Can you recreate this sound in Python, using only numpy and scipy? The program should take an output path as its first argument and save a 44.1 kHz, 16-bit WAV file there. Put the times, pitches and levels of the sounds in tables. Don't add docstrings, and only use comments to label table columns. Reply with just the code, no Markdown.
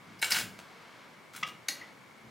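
import sys
import numpy as np
from scipy import signal
from scipy.fft import rfft, irfft
from scipy.io import wavfile
from scipy.ndimage import uniform_filter1d

SR = 44100
rng = np.random.default_rng(int(sys.argv[2]) if len(sys.argv) > 2 else 0)


def wav_record(signal):
    frames = np.transpose(np.atleast_2d(signal))
    bounded = np.clip(frames, -1, 1)
    quanta = np.round(bounded * 32767).astype(np.int16)
    wavfile.write(sys.argv[1], SR, quanta)


N = 101429
TIME_S = np.arange(N) / SR
HZ = np.fft.rfftfreq(N, 1 / SR)

# [f/Hz, level/dB]
HUSH_COLOUR = [(25, -48), (64, -50), (82, -14), (141, -2.5), (229, -1.5), (270, -5.5), (476, -5.5),
               (734, -8.5), (1040, -5.5), (1230, -6.5), (1950, -10.5), (2220, -2.5), (2410, -14),
               (5140, -21), (16000, -34.5)]
# [f/Hz, side level/dB]
HUSH_WIDTH = [(60, -10), (250, -5.5), (1000, -6.5), (4000, -6), (14000, -19)]
# [t/s, length/s, level/dB]
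RUSTLES = [(0, 0.23, -60), (.5, 0.69, -58), (1.72, 0.2, -56.5)]
# [f/Hz, level/dB]
CLOTH_COLOUR = [(100, -9), (500, 3.5), (1200, 9.5), (2200, 5), (4500, -1), (9000, -18), (16000, -33)]
# [t/s, length/s, level/dB]
BUMPS = [(0, 0.18, -61), (.3, 0.18, -50.5), (1.34, 0.065, -59), (1.42, 0.12, -59), (2.23, 0.052, -54.5)]
# [f/Hz, level/dB]
WARDROBE_COLOUR = [(30, -27.5), (65, -13), (115, -1.5), (220, 4), (275, -2.5), (600, -23), (1500, -21),
                   (6000, -61)]
# [t/s, length/s, level/dB, brightness/(dB per octave), slips/(1/s)]
SLIDES = [(0.189, 0.0083, -54, 7, 2400), (0.22, 0.18, -41.5, -1.5, 3000), (0.301, 0.11, -32, -1, 2400),
          (0.584, 0.019, -49.5, -4.5, 1500), (1.329, 0.088, -52.5, -1.5, 630), (1.36, 0.011, -40, 1, 2700),
          (1.463, 0.031, -47, -3, 1200)]
# [f/Hz, level/dB]
SCRAPE_COLOUR = [(100, -23), (500, -5.5), (1000, -3), (1500, 2.5), (2500, 3.5), (4500, 1), (8000, -0.5),
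                 (13500, -8), (16000, -2)]
# [t/s, length/s, level/dB, f/Hz, width/Hz]
SQUEAKS = [(0.191, 0.011, -51, 5030, 900), (0.2226, 0.0088, -34.5, 9400, 1400),
           (0.319, 0.0055, -26.5, 4940, 900), (1.331, 0.056, -51.5, 1400, 200),
           (1.81, 0.021, -47, 1990, 400)]
# [t/s, level/dB, brightness/(dB per octave)]
HOOK_BLOWS = [(.2162, -39, 11), (.2195, -34, 2), (.2245, -41, 0), (.2270, -23, -3), (.2302, -30, -1),
              (.2440, -32, 0.5), (.2468, -33, 0.5), (.3045, -35.5, 14), (.3073, -30, 4), (.3145, -30, -0.5),
              (.3325, -34.5, -2), (.3445, -30, -4), (.3510, -34.5, -2.5), (.3648, -31.5, -3.5),
              (.3678, -30.5, -1.5), (.3895, -49, 7), (.4112, -37.5, -1), (1.3625, -48.5, 3),
              (1.3672, -50, 11), (1.3775, -48, -8)]
# [f/Hz, level/dB, time to fall 60 dB/s]
HOOK_TONES = [(910, -0.5, 0.038), (1464, 4.5, 0.066), (1591, 6.5, 0.026), (2228, 10.5, 0.07),
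              (2816, -7, 0.049), (2973, -8, 0.07), (3984, 3, 0.079), (5200, -9, 0.033), (7470, -18, 0.013)]
# [f/Hz, level/dB]
HOOK_CRACK = [(80, -14), (450, -16), (900, -18), (1150, -5), (1550, 3), (3000, 2), (5500, 0), (9500, 0),
              (14000, -5.5), (16000, -28)]
# [t/s, level/dB, brightness/(dB per octave)]
SNAPS = [(.3217, -26.5, -1.5), (1.6826, -55, 7), (1.6843, -30, 0), (1.6856, -27.5, -3), (1.6880, -33, -2),
         (1.718, -49, -7.5)]
# [f/Hz, level/dB, time to fall 60 dB/s]
SNAP_TONES = [(575.4, -14, 0.21), (818, -7.5, 0.14), (1600, -11, 0.08), (1880, -22, 0.027),
              (2202, 9, 0.018), (2810, -4, 0.028), (3780, -18, 0.017), (4266, 3, 0.035), (4700, -2, .025),
              (5490, -3, .025), (6120, -20, 0.017), (6600, 5, .03), (11150, 0, 0.064)]
# [f/Hz, level/dB]
SNAP_CRACK = [(100, -50), (280, 2), (450, -32), (1200, -10.5), (2000, 0), (3100, -4.5), (4500, 1.5),
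              (6500, 0), (7600, -0.5), (12000, -3.5), (16000, -8)]
# [t/s, level/dB, brightness/(dB per octave)]
KNOCKS = [(1.4275, -34, -6), (1.4312, -28.5, 2), (1.4342, -28, -0.5), (1.4725, -49, 15), (1.4935, -51, 5)]
# [f/Hz, level/dB, time to fall 60 dB/s]
KNOCK_TONES = [(1156, -5, 0.061), (1242, 5.5, 0.079), (2010, -2, 0.024), (2274, -4, .04), (2830, 5, 0.031),
               (3450, -1, 0.019)]
# [f/Hz, level/dB]
KNOCK_CRACK = [(100, -4.5), (450, -18.5), (800, -0.5), (1300, -0.5), (3300, 3), (4200, -7), (5400, -5),
               (8000, -24), (16000, -69)]
# [f/Hz, time to fall 60 dB/s]
ROOM_T60 = [(150, 0.88), (1000, 0.36), (2000, 0.36), (5000, 0.28), (14000, .25)]
# [f/Hz, level/dB]
ROOM_COLOUR = [(250, -4.5), (700, -3), (1500, -7.5), (5000, -4.5), (14000, -2.5)]
# [f/Hz, side level/dB]
ROOM_WIDTH = [(150, -10.5), (700, -10.5), (2000, -19), (5000, -84), (14000, -35)]
# [f/Hz, left minus right/dB]
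LEAN = [(500, 1.2), (2000, 1.5), (7000, 0), (13000, 1.3)]

HUSH_DB, HUSH_PATCHY_DB = -55.5, -0.07
SLIP_SPREAD_DB, CLUMP_DB, CLUMP_S = 3.5, 2.5, .004
SLIDE_FADE_DB = -4
BODY_WIDTH_HZ, BODY_DB = 310, 10.5
DETUNE = 0.02
RIGID_HZ = 105
KNOCK_ROOM_DB = -2.5
WALL_RING_DB = -5
ROOM_GAP_S, LATE_DB, LATE_STRETCH = .008, -24, 3.7
EDGE_HZ = 15900


def amp(db):
    return 10 ** (np.asarray(db) / 20)


def unit(x):
    return x / np.sqrt(np.mean(x ** 2) + 1e-20)


def read(points, hz):
    f, value = np.transpose(points)
    return np.interp(np.log(hz + 1), np.log(f + 1), value)


def tilt(hz, db_per_octave):
    return db_per_octave * np.log2(np.clip(hz, 800, 12000) / 3000)


def add(mix, start_s, sound):
    part = mix[max(round(start_s * SR), 0):][:len(sound)]
    part += sound[:len(part)]


def colour(x, points, bright_db=0):
    hz = abs(np.fft.fftfreq(4096, 1 / SR))
    log_gain = np.log(amp(read(points, hz) + tilt(hz, bright_db)))
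    taps = np.fft.ifft(np.exp(np.conj(signal.hilbert(log_gain)))).real[:len(hz) // 2]
    return signal.fftconvolve(x, taps / np.linalg.norm(taps))[:len(x)]


def arch(start_s, length_s):
    return np.sqrt(abs(np.sin(np.pi * np.clip((TIME_S - start_s) / length_s, 0, 1))))


def grains(per_s, spread_db):
    happens = rng.random(N) < per_s / SR
    size_db = spread_db * np.minimum(rng.exponential(1, N), 3)
    return unit(happens * rng.choice([-1., 1.], N) * amp(size_db))


def spread(mid, other, side_points):
    side = irfft(rfft(other) * amp(read(side_points, HZ)), N)
    return np.array([mid + side, mid - side])


def hush():
    hz, _, z = signal.stft(rng.standard_normal(N), SR, nperseg=2048, noverlap=1536)
    patches = uniform_filter1d(rng.standard_normal(z.shape), size=8, axis=0)
    patches = unit(uniform_filter1d(patches, size=8, axis=1))
    z = z * amp(read(HUSH_COLOUR, hz)[:, None] + HUSH_PATCHY_DB * patches)
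    return amp(HUSH_DB) * unit(signal.istft(z, nperseg=2048, noverlap=1536)[1][:N])


def swells(rows, points, per_s, spread_db):
    push = sum(amp(level_db) * arch(start_s, length_s) for start_s, length_s, level_db in rows)
    return colour(grains(per_s, spread_db) * push, points)


def rustles():
    return swells(RUSTLES, CLOTH_COLOUR, per_s=7500, spread_db=-2.0)


def bumps():
    return swells(BUMPS, WARDROBE_COLOUR, per_s=3600, spread_db=2.5)


def slides(edge_s):
    out = np.zeros(N)
    wander = unit(uniform_filter1d(rng.standard_normal(N), round(CLUMP_S * SR)))
    clumps = unit(amp(CLUMP_DB * np.clip(wander, -2, 2)))
    for start_s, length_s, level_db, bright_db, per_s in SLIDES:
        since = TIME_S - start_s
        fade_in = np.clip(since / edge_s, 0, 1)
        fade_out = np.clip((length_s - since) / edge_s + 1, 0, 1)
        softening = amp(SLIDE_FADE_DB * np.clip(since / length_s, 0, 1) ** 2)
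        stroke = fade_in * fade_out * softening
        slips = grains(per_s, SLIP_SPREAD_DB) * clumps * stroke
        out += amp(level_db) * colour(slips, SCRAPE_COLOUR, bright_db)
    return out


def squeaks():
    out = np.zeros(N)
    for start_s, length_s, level_db, hz, width_hz in SQUEAKS:
        resonance = 1 / (1 + ((HZ - hz) / (width_hz / 2)) ** 2)
        tone = irfft(rfft(rng.standard_normal(N)) * resonance, N)
        out += amp(level_db) * unit(tone) * arch(start_s, length_s)
    return out


def blows(rows, tones, crack_points, crack_t60, ring_db):
    out, t = np.zeros(N), np.arange(SR // 4) / SR
    hz, tone_db, t60 = np.transpose(tones)
    head = SR // 200
    grid = np.linspace(0, SR / 2, num=2049)
    near_tone = np.exp(-((grid[:, None] - hz) / (BODY_WIDTH_HZ / 2)) ** 2).max(1)
    body = np.column_stack([grid, read(crack_points, grid) + BODY_DB * near_tone])
    for start_s, level_db, bright_db in rows:
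        burst = rng.choice([-1., 1.], len(t)) * amp(-60 * t / crack_t60)
        crack = colour(burst, body, bright_db)
        size_db = tone_db + tilt(hz, bright_db) + rng.standard_normal(len(hz))
        size = amp(size_db) * rng.choice([-1., 1.], len(hz))
        tuned = hz * (1 + DETUNE * (2 * rng.random(len(hz)) - 1))
        ring = size @ (amp(-60 * t / t60[:, None]) * np.sin(2 * np.pi * tuned[:, None] * t))
        sound = crack / crack[:head].std() + amp(ring_db) * ring / ring[:head].std()
        add(out, start_s, amp(level_db) * sound / sound[:head].std())
    return out


def clatter(ring_offset_db):
    return blows(HOOK_BLOWS, HOOK_TONES, HOOK_CRACK, crack_t60=0.034, ring_db=-4 + ring_offset_db)


def snaps(ring_offset_db):
    return blows(SNAPS, SNAP_TONES, SNAP_CRACK, crack_t60=0.032, ring_db=-14.0 + ring_offset_db)


def knocks(ring_offset_db):
    return blows(KNOCKS, KNOCK_TONES, KNOCK_CRACK, crack_t60=0.019, ring_db=-4 + ring_offset_db)


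def clacks(knock_db=0, ring_offset_db=0):
    return clatter(ring_offset_db) + snaps(ring_offset_db) + amp(knock_db) * knocks(ring_offset_db)


def thin(x):
    return signal.sosfilt(signal.butter(4, RIGID_HZ, "highpass", fs=SR, output="sos"), x)


def room(x):
    taps = rng.choice([-1., 1.], SR) * (rng.random(SR) < 1 / 10)
    hz, t, z = signal.stft(taps, SR, nperseg=256)
    fall_db = -60 * t / read(ROOM_T60, hz)[:, None]
    fade = np.hypot(amp(fall_db), amp(LATE_DB + fall_db / LATE_STRETCH))
    tail = signal.istft(z * fade, SR, nperseg=256)[1]
    out = np.zeros(N)
    add(out, ROOM_GAP_S, signal.fftconvolve(x, tail / np.linalg.norm(tail)))
    return irfft(rfft(out) * amp(read(ROOM_COLOUR, HZ)), N)


def scene():
    rubbing = rustles() + bumps() + thin(slides(edge_s=0.0057) + squeaks())
    direct = rubbing + thin(clacks())
    walls_one_way = room(rubbing + thin(clacks(KNOCK_ROOM_DB, WALL_RING_DB)))
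    walls_other_way = room(rubbing + thin(clacks(KNOCK_ROOM_DB, WALL_RING_DB)))
    shared = (walls_one_way + walls_other_way) / np.sqrt(2)
    unrelated = (walls_one_way - walls_other_way) / np.sqrt(2)
    heard = spread(direct + shared, unrelated, ROOM_WIDTH)
    return heard + spread(hush(), hush(), HUSH_WIDTH)


def record(dry):
    half_lean_db = np.outer([.5, -.5], read(LEAN, HZ))
    leaning = irfft(rfft(dry) * amp(half_lean_db), N)
    edge = signal.firwin(511, EDGE_HZ, window=("kaiser", 9), fs=SR)
    return signal.oaconvolve(leaning, edge[None], "same")


dry = scene()
out = record(dry)
wav_record(out)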